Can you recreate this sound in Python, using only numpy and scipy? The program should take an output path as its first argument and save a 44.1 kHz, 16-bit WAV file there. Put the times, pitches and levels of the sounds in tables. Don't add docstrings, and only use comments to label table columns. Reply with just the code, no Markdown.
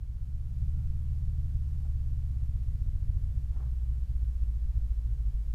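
import sys
import numpy as np
from scipy import signal
from scipy.fft import rfft, irfft, next_fast_len
from scipy.io import wavfile
from scipy.ndimage import uniform_filter1d

SR = 44100
rng = np.random.default_rng(int(sys.argv[2]) if len(sys.argv) > 2 else 0)


def generate_wav(sig):
    pcm = np.round(np.clip(np.atleast_2d(sig).T, -1, 1) * 32767).astype(np.int16)
    wavfile.write(sys.argv[1], SR, pcm)


N = 244534
TIME_S = np.arange(N) / SR

# (frequency [Hz], relative density [dB])
AIR_SPECTRUM = [(100, -0.5), (300, 2.5), (500, -3), (800, -6.5), (1400, -9), (2200, -12), (4000, -14.5),
                (8000, -17.5), (15500, -21)]
# (frequency [Hz], relative density [dB])
WIND_SPECTRUM = [(3, -32.5), (8, 9), (20, 5), (40, -1.5), (60, -3), (100, -10.5), (200, -23.5), (400, -70)]
# (time [s], half length [s], rise [dB])
LOW_SWELLS = [(0.7, 0.07, 4), (1.35, 0.25, 5), (4.85, 0.2, 3)]
# (frequency [Hz], level [dB])
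SQUEAK_PARTIALS = [(829, -80), (1389, -78)]
# (time [s], half length [s], level [dB])
SCUFFS = [(1.856, 0.012, -63.2), (3.571, 0.006, -62.5), (3.595, 0.042, -62), (3.608, 0.008, -59.5)]
# (frequency [Hz], relative density [dB])
SCUFF_SPECTRUM = [(100, -5), (250, 13), (420, 8.5), (820, 8), (1300, 1), (1900, -8), (4000, -35),
                  (9000, -45)]
# (time [s], firing rate [Hz])
FIRING_RATE = [(0, 55.37), (0.3, 66.65), (0.6, 71.85), (1, 73.98), (1.6, 72.87), (2.25, 67), (2.8, 59.51),
               (3.12, 55.42), (3.5, 61.8), (4.2, 60.2), (4.8, 56.98), (5.54, 51.37)]
# (time [s], load [0-1])
THROTTLE = [(0, 0.92), (1.8, .75), (3.3, 1), (3.7, 0.34), (4.4, 0.2), (5.15, 0.24), (5.54, 0)]
FIRING_PATTERN = [(-.81, .41), (1, 1), (-.04, .28), (-.18, .01)]
# (time [s], push gained or lost [share])
ODD_FIRINGS = [(1.392, .45), (1.555, .3), (3.89, .3), (4.068, -.92), (4.128, -.6), (4.158, .6),
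               (4.225, .35), (4.425, .4), (4.608, -.4), (4.692, .35), (4.731, -.7), (4.768, .55),
               (4.91, .3), (5.053, .5), (5.198, .5), (5.439, -.55)]
# (frequency [Hz], relative density [dB])
GAS_SPECTRUM = [(60, -8.5), (130, -5), (190, 5), (260, -3), (350, -20.5), (600, -20.5), (2000, -60)]
# (frequency [Hz], width [Hz], full-load gain [dB], no-load change [dB])
PIPE_MODES = [(39.4, 22.7, -23.4, -3.4), (81, 22, -19.3, -6.5), (122.9, 23.7, -15.2, -12.3),
              (140.7, 11, -17.6, 2), (145.1, 13.6, -17.5, -3), (167.8, 12, -23, -6.7),
              (192.6, 22.6, -25.8, -8.3)]
# (frequency [Hz], width [Hz], no-load level [dB])
OVERRUN_MODES = [(42.8, 15.4, -38), (110, 12.7, -43), (133.3, 12.3, -47.5)]


def undb(db):
    return 10 ** (np.asarray(db) / 20)


def unit(x):
    return x / np.sqrt(np.mean(x ** 2))


def curve(table):
    return np.interp(TIME_S, *np.transpose(table))


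def swell(at_s, half_length_s):
    return np.exp(-.5 * ((TIME_S - at_s) / half_length_s) ** 2)


def walk(rate_hz):
    hold = int(SR / rate_hz)
    held = np.repeat(rng.standard_normal(N // hold + 1), hold)[:N]
    return unit(uniform_filter1d(uniform_filter1d(held, hold), hold))


def noise(spectrum):
    size = next_fast_len(2 * N)
    hz, db = np.transpose(spectrum)
    bins_hz = np.maximum(np.arange(size // 2 + 1) * SR / size, 1)
    gain = undb(np.interp(np.log(bins_hz), np.log(hz), db))
    cepstrum = irfft(np.log(gain), size)
    cepstrum[1:size // 2] *= 2
    cepstrum[size // 2 + 1:] = 0
    white = rfft(rng.standard_normal(N), size)
    return unit(irfft(white * np.exp(rfft(cepstrum)), size)[:N])


def ring(x, hz, width_hz):
    return signal.lfilter(*signal.iirpeak(hz, hz / width_hz, fs=SR), x)


def firing_index(turns):
    return np.maximum(np.round(turns), 0).astype(int)


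def air(level_db=-67, flicker_db=.15):
    return noise(AIR_SPECTRUM) * undb(level_db + flicker_db * walk(9.7))


def low_rumble(base_db=-41.5, flutter_db=1.5):
    swells_db = sum(db * swell(at_s, half_s) for at_s, half_s, db in LOW_SWELLS)
    return noise(WIND_SPECTRUM) * undb(base_db + swells_db + flutter_db * walk(4.3))


def squeak(at_s=.79, half_length_s=.045, waver=.012):
    clock_s = np.cumsum(1 + waver * walk(70)) / SR
    partials = sum(undb(db) * unit(np.sin(2 * np.pi * hz * clock_s)) for hz, db in SQUEAK_PARTIALS)
    return swell(at_s, half_length_s) * partials


def scuffs(grain_db=2, fall_ratio=1.35):
    envelope = sum(undb(db) * swell(at_s, np.where(TIME_S > at_s, fall_ratio * half_s, half_s))
                   for at_s, half_s, db in SCUFFS)
    return noise(SCUFF_SPECTRUM) * envelope * undb(grain_db * walk(150))


def gas_rush(turns, idle, pull_s, base_db=-60.5, idle_change_db=-12, start_change_db=-6):
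    flow_db = base_db + idle_change_db * idle + start_change_db * np.clip(1 - TIME_S / pull_s, 0, 1)
    return noise(GAS_SPECTRUM) * (1 + .5 * np.cos(2 * np.pi * turns)) * undb(flow_db)


def overrun(turns):
    firing = firing_index(turns)
    pops = rng.standard_normal(firing[-1] + 1)[firing] * np.cos(np.pi * turns) ** 6
    return sum(undb(db) * unit(ring(ring(pops, hz, width_hz), hz, width_hz))
               for hz, width_hz, db in OVERRUN_MODES)


def valve_puffs(turns, load, lug_octaves, scatter_loaded=.18, scatter_idle=.25, lug_db_per_octave=6):
    firing = firing_index(turns)
    burn = rng.standard_normal(firing[-1] + 1)[firing]
    loaded, coasting = np.array(FIRING_PATTERN)[firing % len(FIRING_PATTERN)].T
    pattern = load * loaded + (1 - load) * coasting
    scatter = (load * scatter_loaded + (1 - load) * scatter_idle) * undb(lug_db_per_octave * lug_octaves)
    opening = np.abs(np.cos(np.pi * turns)) ** 5
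    return (pattern + scatter * burn) * opening


def heave(puffs, idle, hz=22.6, width_hz=10.4, gain_db=-21, idle_change_db=-.5):
    return ring(puffs, hz, width_hz) * undb(gain_db + idle_change_db * idle)


def pipe_lope(puffs, idle):
    return sum((-1) ** k * undb(db + idle_change_db * idle) * ring(puffs, hz, width_hz)
               for k, (hz, width_hz, db, idle_change_db) in enumerate(PIPE_MODES))


def firing_tone(turns, load, base_db=-35, idle_change_db=2, second_db=-15, third_db=-32, lag_turns=.13):
    angle = 2 * np.pi * (turns - lag_turns)
    overtones = undb(third_db) * np.cos(3 * angle) - undb(second_db) * np.cos(2 * angle)
    return unit(np.cos(angle) + load * overtones) * undb(base_db + idle_change_db * (1 - load))


def exhaust(pull_s=.57, pull_rise_s=.06, before_pull_db=-1.8, cruise_hz=73, lug_db_per_octave=9.5):
    firing_hz = curve(FIRING_RATE)
    turns = np.cumsum(firing_hz) / SR - .1
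    load = curve(THROTTLE)
    idle = 1 - load
    waiting = np.clip(.5 + (pull_s - TIME_S) / pull_rise_s, 0, 1)
    lug_octaves = (1 - waiting) * load * np.log2(cruise_hz / firing_hz)
    puffs = valve_puffs(turns, load, lug_octaves)
    lope = pipe_lope(puffs, idle) * undb(lug_db_per_octave * lug_octaves)
    burble = (firing_tone(turns, load) + heave(puffs, idle) + lope) * undb(before_pull_db * waiting)
    push = 1 + sum(change * swell(at_s, half_length_s=.011) for at_s, change in ODD_FIRINGS)
    gas = gas_rush(turns, idle, pull_s)
    return (burble + idle * overrun(turns)) * push + gas


def scene():
    return (exhaust() + low_rumble() + air() + scuffs() + squeak())[None]


def record(dry, start_db=-3.7, fade_s=.7, cutoff_hz=15450):
    faded = dry * undb(start_db * np.clip(1 - TIME_S / fade_s, 0, 1))
    return signal.sosfilt(signal.ellip(10, .1, 80, cutoff_hz, fs=SR, output="sos"), faded)


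dry = scene()
out = record(dry)
generate_wav(out)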